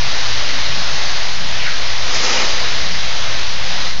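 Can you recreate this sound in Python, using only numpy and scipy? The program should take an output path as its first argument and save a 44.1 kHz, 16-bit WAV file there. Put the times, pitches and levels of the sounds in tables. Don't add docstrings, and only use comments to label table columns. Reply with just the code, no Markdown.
import sys
import numpy as np
from scipy import signal
from scipy.fft import rfft, irfft, next_fast_len
from scipy.io import wavfile
from scipy.ndimage import uniform_filter1d, minimum_filter1d, map_coordinates

SR = 44100
rng = np.random.default_rng(int(sys.argv[2]) if len(sys.argv) > 2 else 0)


def int16_out(signal):
    q = np.round(np.clip(np.atleast_2d(signal).T, -1, 1) * 32767)
    wavfile.write(sys.argv[1], SR, q.astype(np.int16))


N = 176400
TIME_S = np.arange(N) / SR


def amp(db):
    return 10 ** (np.asarray(db) / 20)


def unit(x):
    return x / np.sqrt(np.mean(x ** 2) + 1e-20)


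def curve(rows):
    return np.interp(TIME_S, *np.transpose(rows))


def puff(peak_s, rise_s, fall_s):
    t = TIME_S - peak_s
    return np.exp(-np.abs(t) / np.where(t < 0, rise_s, fall_s))


def wobble(knots_per_s):
    return map_coordinates(rng.standard_normal(400), [TIME_S * knots_per_s], mode="wrap")


def filtered(x, response):
    size = next_fast_len(N + 8192)
    return irfft(rfft(x, size) * response(np.fft.rfftfreq(size, 1 / SR)), size)[:N]


def coloured(x, spectrum):
    hz, db = np.transpose(spectrum)
    return unit(filtered(x, lambda f: amp(np.interp(np.log(f + 1), np.log(hz + 1), db))))


def resonant(modes):
    def response(f):
        return sum(amp(db) * 1j * f * width / (hz * hz - f * f + 1j * f * width)
                   for hz, width, db in modes)
    return unit(filtered(rng.standard_normal(N), response))


def narrow_noise(width_hz):
    return unit(filtered(rng.standard_normal(N), lambda f: 1 / (1 + (2 * f / width_hz) ** 4)))


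def turbulence(patchy_db):
    spectra = signal.stft(rng.standard_normal(N), nperseg=512)[2]
    patches = uniform_filter1d(rng.standard_normal(spectra.shape), size=6, axis=0)
    patches = uniform_filter1d(patches, size=12, axis=1)
    return signal.istft(spectra * amp(patchy_db * unit(patches)), nperseg=512)[1][:N]


# t/s, level/dB
FLOW_LEVEL = [(0, -21.8), (.35, -21), (.7, -21.9), (1.2, -21.5), (1.4, -24.5), (1.58, -23), (1.95, -22.5),
              (2.08, -22), (2.65, -20.5), (2.88, -22.5), (3.35, -22.5), (3.58, -24.5), (3.8, -21.5),
              (3.87, -22), (3.96, -28)]
# f/Hz, gain/dB
SLURRY_SPECTRUM = [(100, -25.5), (260, -6.5), (340, -10.5), (450, -8.5), (510, -2.5), (750, -2), (1150, -3),
                   (1500, -2), (1900, -0.5), (2500, -1.5), (3100, -1.5), (4000, 1), (4900, -1.5),
                   (5500, -4), (6150, -6), (6800, -14), (7300, -28)]

def pour(grit_db=-17):
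    hiss = coloured(turbulence(patchy_db=0.75), SLURRY_SPECTRUM)
    flow = amp(curve(FLOW_LEVEL) + 0.12 * wobble(17))
    stones = amp(grit_db) * coloured(grit(), SLURRY_SPECTRUM)
    return flow * (hiss + stones)


def grit(hits_per_s=640, centre_hz=2900, decay_cycles=2.1, scatter_db=2.5):
    when, pitch, size = rng.random((8000, 3))[:int(hits_per_s * N / SR)].T
    hz = centre_hz * 2 ** (2 * pitch - 1)[:, None]
    age = np.arange(256)
    cycles = hz * age / SR
    strength = amp(-scatter_db * np.log(np.maximum(size, .01)))[:, None]
    grains = strength * np.sin(2 * np.pi * cycles) * np.exp(-2 * cycles / decay_cycles)
    positions = (when * N).astype(int)[:, None] + age
    return np.bincount(positions.ravel(), grains.ravel())[:N]


# t/s, hiss level/dB, body level/dB
SURGE_LEVELS = [(2.0, -41, -29), (2.11, -24.5, -25.5), (2.15, -19.5, -20.5), (2.2, -20, -22.5),
                (2.25, -14.5, -15), (2.34, -14, -14.5), (2.411, -17.5, -14.5), (2.49, -23, -26),
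                (2.57, -30.5, -29.5), (2.821, -50, -33.5)]
# f/Hz, gain/dB
ROAR_SPECTRUM = [(120, -11), (240, -4.5), (400, -4), (800, 0.5), (1450, -4), (1900, 2.5), (2400, 1.5),
                 (3200, -1), (4300, -0.5), (5000, 0.7), (6200, -1.5), (6800, -6), (7300, -34)]
# f/Hz, width/Hz, gain/dB
HOSE_MODES = [(397, 30, 3), (503, 30, 7.5), (855, 110, -4.5), (1257, 130, 3), (1760, 160, -5.5),
              (2400, 46, -5), (2900, 24, 4), (3930, 60, 1), (4860, 450, -2)]

def surge(crossover_hz=3300, ring_db=-5.5):
    times_s, hiss_db, body_db = np.transpose(SURGE_LEVELS)
    roar = coloured(turbulence(patchy_db=0), ROAR_SPECTRUM)
    body = filtered(roar, lambda f: 1 / (1 + (f / crossover_hz) ** 8))
    ring = amp(ring_db) * resonant(HOSE_MODES)
    hiss = amp(np.interp(TIME_S, times_s, hiss_db)) * (roar - body)
    hollow = amp(np.interp(TIME_S, times_s, body_db)) * (body + ring)
    fade_in = np.clip((TIME_S - times_s[0]) * 20, 0, 1)
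    fade_out = np.clip((times_s[-1] - TIME_S) * 10 + 1, 0, 1)
    return fade_in * fade_out * amp(0.44 * wobble(40)) * (hiss + hollow)


# t/s, level/dB
SPIT_PEAKS = [(2.145, -23), (2.238, -21.5), (2.495, -27)]
# f/Hz, width/Hz, gain/dB
SPIT_RESONANCES = [(4860, 740, 8), (5570, 740, -2), (2300, 900, -3)]

def spits(rise_s=0.0057, fall_s=0.035):
    envelope = sum(amp(db) * puff(peak_s, rise_s, fall_s) for peak_s, db in SPIT_PEAKS)
    return envelope * resonant(SPIT_RESONANCES)


# f/Hz, width/Hz, gain/dB
RASP_RESONANCES = [(1910, 220, -2.5), (2380, 160, 2), (2850, 50, 9)]

def rasp(level_db=-20.5, flaps_per_s=63, depth_db=6.5):
    flaps = np.cumsum(flaps_per_s * (1 + .25 * wobble(24))) / SR
    flutter = unit(amp(-depth_db * (flaps % 1)))
    envelope = amp(level_db) * puff(peak_s=2.39, rise_s=.085, fall_s=0.032)
    return envelope * flutter * resonant(RASP_RESONANCES)


# t/s, f/Hz at mid-glide, level/dB, time stretch/ratio
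AIR_POCKETS = [(0.495, 1580, -29.5, 0.32), (1.668, 1560, -23.5, 1)]
# pitch/ratio, width/Hz, gain/dB, lag before stretch/s
POCKET_MODES = [(1, 380, -1, 0.015), (1.38, 397, -0.5, 0.0063), (1.7, 705, -5.5, -0.024)]

def squelches(glide_oct_per_s=3, rise_s=0.047, fall_s=0.036):
    out = np.zeros(N)
    for at_s, hz, db, stretch in AIR_POCKETS:
        octaves = np.clip(-glide_oct_per_s * (TIME_S - at_s), -1, 1)
        phase = 2 * np.pi * np.cumsum(hz * 2 ** octaves) / SR
        for ratio, width_hz, mode_db, lag_s in POCKET_MODES:
            sine = narrow_noise(width_hz) * np.sin(ratio * phase)
            cosine = narrow_noise(width_hz) * np.cos(ratio * phase)
            envelope = puff(at_s + lag_s * stretch, rise_s * stretch, fall_s * stretch)
            out += amp(db + mode_db) * unit(sine + cosine) * envelope
    return out


# t/s, f/Hz, level/dB
FLOOR_THUDS = [(0.519, 266, -35.5), (0.689, 145, -33.5), (0.751, 185.3, -36), (0.901, 148, -36),
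               (1.8, 55, -32), (2.0, 57, -33), (2.939, 54.8, -28.5), (3.56, 105.6, -38)]

def thuds(rise_s=0.0085, t60_s=.35):
    out = np.zeros(N)
    for start_s, hz, db in FLOOR_THUDS:
        t = np.maximum(TIME_S - start_s, 0)
        envelope = 2 * (1 - np.exp(-t / rise_s)) * amp(-60 * t / t60_s)
        out += amp(db) * envelope * np.sin(2 * np.pi * hz * t)
    return out


# t/s, level/dB
HUM_LEVEL = [(0, -44), (.7, -43), (.95, -49), (2.15, -45), (2.3, -40), (2.65, -43), (3.05, -48),
             (3.5, -43.5), (3.62, -38), (3.75, -57)]
# f/Hz, gain/dB
RUMBLE_SPECTRUM = [(8, -11.5), (25, 1.5), (42, 1.5), (60, 5), (88, -3.5), (125, -3), (165, -9),
                   (210, -16.5), (400, -38)]
# t/s, level/dB
BOOM_LEVEL = [(0, -39), (.3, -54), (.75, -44), (1.25, -51), (1.42, -36), (1.6, -40), (1.9, -55),
              (2.2, -39.5), (2.7, -50.5), (2.95, -38.5), (3.35, -61), (3.55, -44), (4, -37)]
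# f/Hz, width/Hz, gain/dB
CRAWLSPACE_MODES = [(136.8, 3.3, -7), (173.4, 9, -4)]

def pump(throb_hz=54.34, drift=0.023, throb_db=-51, rumble_db=-35.5):
    phase = 2 * np.pi * np.cumsum(throb_hz * (1 + drift * wobble(9))) / SR
    throb = amp(throb_db + 4 * wobble(7)) * np.sin(phase)
    hum = amp(curve(HUM_LEVEL) + 4.3 * wobble(6.3)) * np.sin(2 * phase)
    rumble = amp(rumble_db) * coloured(rng.standard_normal(N), RUMBLE_SPECTRUM)
    boom = amp(curve(BOOM_LEVEL)) * resonant(CRAWLSPACE_MODES)
    return np.sqrt(2) * (throb + hum) + rumble + boom


def walls(x, echoes=8, max_db=-20, max_delay_s=.03):
    distance, strength = rng.uniform(-1, 1, (echoes, 2)).T
    delays_s = max_delay_s * np.abs(distance)
    gains = amp(max_db) * strength
    def comb(f):
        return 1 + sum(gain * np.exp(-2j * np.pi * f * s) for s, gain in zip(delays_s, gains))
    return filtered(x, comb) / np.sqrt(1 + np.sum(gains ** 2))


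def scene():
    hose = pour() + spits() + surge() + rasp() + squelches()
    return (walls(hose) + pump() + thuds())[None]


def record(dry):
    offset, ceiling, top_hz = -0.4, 0.68, 7400
    hold_s, smooth_s = .012, 0.063
    biased = dry[0] + offset
    needed_gain = ceiling / np.maximum(np.abs(biased), ceiling)
    gain = minimum_filter1d(needed_gain, size=int(hold_s * SR))
    for _ in range(2):
        gain = uniform_filter1d(gain, size=int(smooth_s * SR))
    centred = biased * gain - offset
    return offset + filtered(centred, lambda f: np.clip((top_hz - f) / 100, 0, 1))[None]


dry = scene()
out = record(dry)
int16_out(out)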